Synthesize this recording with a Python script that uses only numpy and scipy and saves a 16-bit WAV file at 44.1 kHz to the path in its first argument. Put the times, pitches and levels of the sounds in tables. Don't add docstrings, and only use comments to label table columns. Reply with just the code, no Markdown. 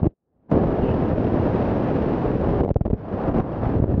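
import sys
import numpy as np
from scipy import signal
from scipy.fft import rfft, irfft, next_fast_len
from scipy.io import wavfile
from scipy.ndimage import uniform_filter1d, minimum_filter1d, map_coordinates

SR = 44100
rng = np.random.default_rng(int(sys.argv[2]) if len(sys.argv) > 2 else 0)


def transcribe(signal):
    frames = np.atleast_2d(signal).T
    limited = np.clip(frames, -1, 1)
    pcm = np.round(limited * 32767).astype(np.int16)
    wavfile.write(sys.argv[1], SR, pcm)


N = 176400


def amp(db):
    return 10 ** (np.asarray(db) / 20)


def unit(x):
    return x / np.sqrt(np.mean(x ** 2) + 1e-20)


def curves(rows):
    times, *columns = np.transpose(rows)
    t = np.arange(N) / SR
    return [np.interp(t, times, column) for column in columns]


def wobble(rate):
    points = rng.standard_normal(8192)
    return map_coordinates(points, [np.arange(N) * rate / SR], mode="wrap")


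def coloured(x, points):
    size = next_fast_len(len(x) + 8192, True)
    hz, db = np.transpose(points)
    level_db = np.interp(np.log(np.fft.rfftfreq(size, 1 / SR) + 1), np.log(hz + 1), db)
    cepstrum = irfft(np.log(amp(level_db)), size)
    cepstrum[1:size // 2] *= 2
    cepstrum[size // 2 + 1:] = 0
    response = np.exp(rfft(cepstrum))
    return irfft(rfft(x, size) * response, size)[:len(x)]


def narrow_noise(hz, half_width_hz):
    lowpass = signal.butter(3, half_width_hz, fs=SR, output="sos")
    a, b = signal.sosfilt(lowpass, rng.standard_normal((2, N)))
    phase = 2 * np.pi * np.cumsum(hz) / SR
    return unit(a * np.cos(phase) + b * np.sin(phase))


def add(track, s, x):
    start = max(0, round(s * SR))
    track[start:start + len(x)] += x[:max(0, len(track) - start)]


LEAK_HZ = 37.5


def leaked(pressure):
    b, a = signal.butter(2, LEAK_HZ, "high", fs=SR)
    return signal.lfilter(b, a, pressure)


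def faint_hiss():
    return amp(-102) * rng.standard_normal(N)


# [t/s, f/Hz, level/dB]
WHISTLE_PATH = [(.812, 2880, -70), (.826, 2860, -54.5), (.925, 2690, -50.5), (.955, 2600, -70)]


def whistle():
    hz, db = curves(WHISTLE_PATH)
    t = np.arange(N) / SR
    sounding = (t > WHISTLE_PATH[0][0]) & (t < WHISTLE_PATH[-1][0])
    return sounding * amp(db) * narrow_noise(hz, half_width_hz=285)


# [t/s, peak level/dB]
TICK_TIMES = [(.0325, -40), (.0705, -35), (.504, -43), (.514, -32), (2.744, -40), (3.384, -35)]
# [f/Hz, relative level/dB]
TICK_COLOUR = [(30, -3.5), (300, -6.5), (1000, -10.5), (2500, -17), (5000, -26), (7000, -29.5),
               (8500, -58.5)]


def ticks():
    out = np.zeros(N)
    tick = coloured(signal.unit_impulse(1024), TICK_COLOUR)
    tick /= np.abs(tick).max()
    for s, peak_db in TICK_TIMES:
        add(out, s, amp(peak_db) * tick)
    return out


# [t/s, peak level before the leak/dB]
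SLAP_TIMES = [(.0328, -8), (0.0714, -11.5), (1.133, -10), (2.636, -16), (2.7123, -6.5), (2.758, -10),
              (2.8092, -9), (2.8519, -13.5), (2.9316, -2.5), (3.4025, -11.5), (3.8001, -5), (3.826, -9),
              (3.858, -16), (3.9476, -11), (3.978, -10)]
SLAP_RISE_S = 0.0013


def slaps():
    out = np.zeros(N)
    rises = np.arange(4096) / SR / SLAP_RISE_S
    push = leaked((rises * np.exp(1 - rises)) ** 3)
    for s, peak_db in SLAP_TIMES:
        add(out, s, amp(peak_db) * push)
    return out


# [t/s, length/s, gush level/dB, middle pitch of the gush f/Hz, suction level/dB]
PUFF_TIMES = [ (.017, .005, -36, 150, -21), (.029, .004, -21, 300, -13), (.039, .011, -22, 260, -24),
              (.052, .010, -19, 300, -25), (.063, .008, -15, 300, -22), (0.623, 0.0063, -29, 150, -27),
              (0.829, 0.0088, -26.5, 120, -17.5), (1.136, 0.0081, -28, 100, -21),
              (2.632, 0.0095, -18, 435, -24.5), (2.647, 0.0031, -17.5, 300, -31),
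              (2.658, 0.0038, -18, 399, -23), (2.663, 0.0089, -32, 460, -29),
              (2.678, 0.0032, -20, 400, -21), (2.69, 0.0027, -19.5, 444, -18),
              (2.702, .011, -20.5, 500, -24.5), (2.758, 0.0097, -15.5, 481, -14),
              (2.808, .009, -24, 230, -14), (2.851, .017, -18, 290, -22.5),
              (2.876, 0.0076, -24.5, 350, -24), (2.899, 0.015, -23.5, 440, -17.5),
              (2.927, .017, -21, 375.5, -20.5), (3.398, 0.0078, -19, 250, -11.5),
              (3.664, 0.0068, -31, 180, -15), (3.821, 0.0063, -19.5, 250, -12),
              (3.837, .007, -18.5, 220, -21), (3.94, 0.0043, -21.5, 200, -14), (3.98, 0.005, -25, 200, -19),
              (3.992, 0.007, -26, 150, -18.5)]
# [f/Hz, relative level/dB]
PUFF_COLOUR = [(10, -31.5), (80, -3), (200, 5), (450, -1), (700, -5.5), (1000, -18.5), (1500, -29.5),
               (2800, -42), (4000, -52.5), (6000, -60.5), (7500, -74.5), (10000, -102)]
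GUSH_ATTACK_S, GUSH_SAG_DB = 0.0014, 1.5
TONE_DB, ROUGH_DB, GUSH_DB = -3.5, -3.5, 0.8
TONE_FALL_OCTAVES = 0.46
SUCTION_SKEW = 1.17


def puffs():
    out = np.zeros(N)
    t = np.arange(4096) / SR
    for s, length, gush_db, hz, suction_db in PUFF_TIMES:
        progress = np.clip(t / length, 0, 1)
        attack = 1 - np.exp(-t / GUSH_ATTACK_S)
        gate = attack * amp(-GUSH_SAG_DB * progress) * (progress < 1)
        rough = coloured(rng.standard_normal(len(t)) * gate, PUFF_COLOUR)
        rough *= np.sqrt(length * SR / np.sum(rough ** 2))
        pitch = hz * 2 ** (TONE_FALL_OCTAVES * (.5 - progress))
        cycles = np.cumsum(pitch) / SR + rng.random()
        tone = 2 * np.sin(np.pi * progress) * np.sin(2 * np.pi * cycles)
        gush = amp(ROUGH_DB) * rough + amp(TONE_DB) * tone
        suction = leaked(-2 * np.sin(np.pi * progress ** SUCTION_SKEW) ** 2)
        add(out, s, amp(gush_db + GUSH_DB) * gush + amp(suction_db) * suction)
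    return out


def turbulence(colour, swing_db):
    driven = rng.standard_normal(N) * amp(swing_db)
    return unit(coloured(driven, colour))


# [t/s, level/dB]
BUFFET_LEVEL = [(.2, -4), (.4, -2.5), (.53, -12), (.65, -4), (1.15, -4.5), (1.6, -6.5), (2.5, -2), (3.0, 0),
                (3.2, -8), (3.39, 1), (3.5, -0.5), (3.7, -1.5), (3.95, 5)]
# [f/Hz, relative level/dB]
BUFFET_COLOUR = [(10, -24), (25, -9.5), (45, -1.5), (85, 1.5), (130, 1.5), (200, -16), (400, -23.5),
                 (1000, -82.5), (3000, -120)]


def buffet(roar_db, swing_db):
    level_db, = curves(BUFFET_LEVEL)
    gusts_db = 0.5 * wobble(14)
    return amp(roar_db + level_db) * turbulence(BUFFET_COLOUR, 1.4 * swing_db + gusts_db)


# [t/s, f/Hz]
VORTEX_PITCH = [(.54, 185), (.95, 370.1), (2.5, 359.4), (3.2, 229.7)]
DRIFT_HZ, DRIFT_OCTAVES = 11, .3
VORTEX_HALF_WIDTH_HZ, VORTEX_DB = 46.7, -9


def vortices(roar_db):
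    pitch, = curves(VORTEX_PITCH)
    drifting = pitch * 2 ** (DRIFT_OCTAVES * wobble(DRIFT_HZ))
    return amp(roar_db + VORTEX_DB) * narrow_noise(drifting, VORTEX_HALF_WIDTH_HZ)


# [t/s, roar level/dB, midrange level/dB, hiss level/dB]
OPENING_AIR = [(0, -32, -37, -55), (.016, -38, -50, -68), (.07, -37, -47, -75), (.083, -48, -66, -84)]
LEE_AIR = [(0.109, -55.5, -76, -81), (.133, -60, -89, -105), (.148, -90, -98, -108), (.25, -77, -87, -106),
           (.35, -68, -80, -97.5), (0.482, -58.5, -69.5, -87)]
ENTRY_AIR = [(0.497, -38, -47.5, -67), (0.514, -32.5, -39, -61), (0.515, -14, -19, -46.5)]
FULL_STREAM = [(0.524, -18, -31, -46), (0.545, -17, -29, -48), (0.566, -14.5, -28.5, -47),
               (0.59, -20, -31, -49.5), (0.77, -22, -32.5, -48.5), (1.13, -22.5, -32, -47.5),
               (1.14, -29, -35.5, -52.5), (1.189, -21, -35, -47), (1.33, -23, -32.5, -48.5),
               (1.461, -22, -30.5, -46), (2.239, -23, -32.5, -46), (2.26, -22, -29.5, -46.5),
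               (2.39, -24.5, -37, -49), (2.45, -21.5, -30, -47.5), (2.57, -24, -33, -48),
               (2.611, -20, -30.5, -48)]
DETACHED_AIR = [(2.619, -21.5, -44, -57.5), (2.642, -43, -61, -71.5), (2.712, -35.5, -56, -62),
                (2.726, -49, -72, -86), (2.841, -45.5, -67, -76), (2.931, -41.5, -59, -72)]
RETURNING_AIR = [(2.96, -34, -49.5, -67.5), (2.976, -40.5, -47, -63.5), (3.168, -25, -33.5, -52),
                 (3.235, -27.5, -29.5, -51), (3.284, -19.5, -28, -48), (3.334, -30, -41, -61),
                 (3.344, -23.5, -30, -48.5), (3.39, -20, -29, -47.5), (3.406, -32, -34, -54),
                 (3.426, -33, -37.5, -59), (3.562, -28, -33.5, -52), (3.608, -29, -38, -55),
                 (3.626, -23.5, -31.5, -52), (3.66, -26.5, -28.5, -46.5), (3.685, -26, -32.5, -50.5),
                 (3.774, -23, -37, -53), (3.798, -28, -44, -58), (3.818, -32, -41, -62),
                 (3.826, -25.5, -39, -59), (3.842, -27, -37, -61), (3.85, -40, -48, -66),
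                 (3.868, -32.5, -44, -62), (3.898, -24.5, -39.5, -56.5), (3.97, -29, -46, -59.5)]
# [f/Hz, relative level/dB]
ROAR_COLOUR = [(30, -22), (90, -9.5), (170, 1.5), (280, 0.9), (450, -2.5), (650, -8.5), (1000, -31.5),
               (1400, -38), (2000, -52), (3500, -62), (8000, -100)]
MID_COLOUR = [(200, -31), (500, -2), (750, -0.5), (1100, -8.5), (1500, -16.5), (2200, -31), (5000, -76.5)]
HISS_COLOUR = [(200, -16.5), (700, -8), (1200, -3.5), (1650, 2), (2200, -5), (2750, -6.5), (3400, -13.5),
               (4500, -19.5), (5800, -26.5), (6700, -35), (7500, -48.5), (9000, -78)]
ROAR_DB, HISS_DB = -0.12, 0.9
EDDY_HZ, EDDY_DB, FLUTTER_HZ, FLUTTER_DB = 258.5, 1.5, 44.5, 0.55


def airstream():
    roar_db, mid_db, hiss_db = curves([*OPENING_AIR, *LEE_AIR, *ENTRY_AIR, *FULL_STREAM,
                                       *DETACHED_AIR, *RETURNING_AIR])
    swing_db = EDDY_DB * wobble(EDDY_HZ) + FLUTTER_DB * wobble(FLUTTER_HZ)
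    low = buffet(roar_db, swing_db)
    roar = amp(roar_db + ROAR_DB) * turbulence(ROAR_COLOUR, 0.87 * swing_db)
    mid = amp(mid_db) * turbulence(MID_COLOUR, 0.49 * swing_db)
    hiss = amp(hiss_db + HISS_DB) * turbulence(HISS_COLOUR, 0.9 * swing_db)
    return low + roar + vortices(roar_db) + mid + hiss


def scene():
    mix = faint_hiss() + whistle() + ticks() + slaps() + puffs() + airstream()
    return mix[None]


CEILING, LIMITER_S = .46, .004
TOP_HZ = 15800


def record(dry):
    size = round(LIMITER_S * SR)
    gain = CEILING / np.maximum(np.abs(dry), CEILING)
    gain = minimum_filter1d(gain, 2 * size)
    gain = uniform_filter1d(uniform_filter1d(gain, size), size)
    lowpass = signal.butter(12, TOP_HZ, fs=SR, output="sos")
    return signal.sosfilt(lowpass, dry * gain)


dry = scene()
out = record(dry)
transcribe(out)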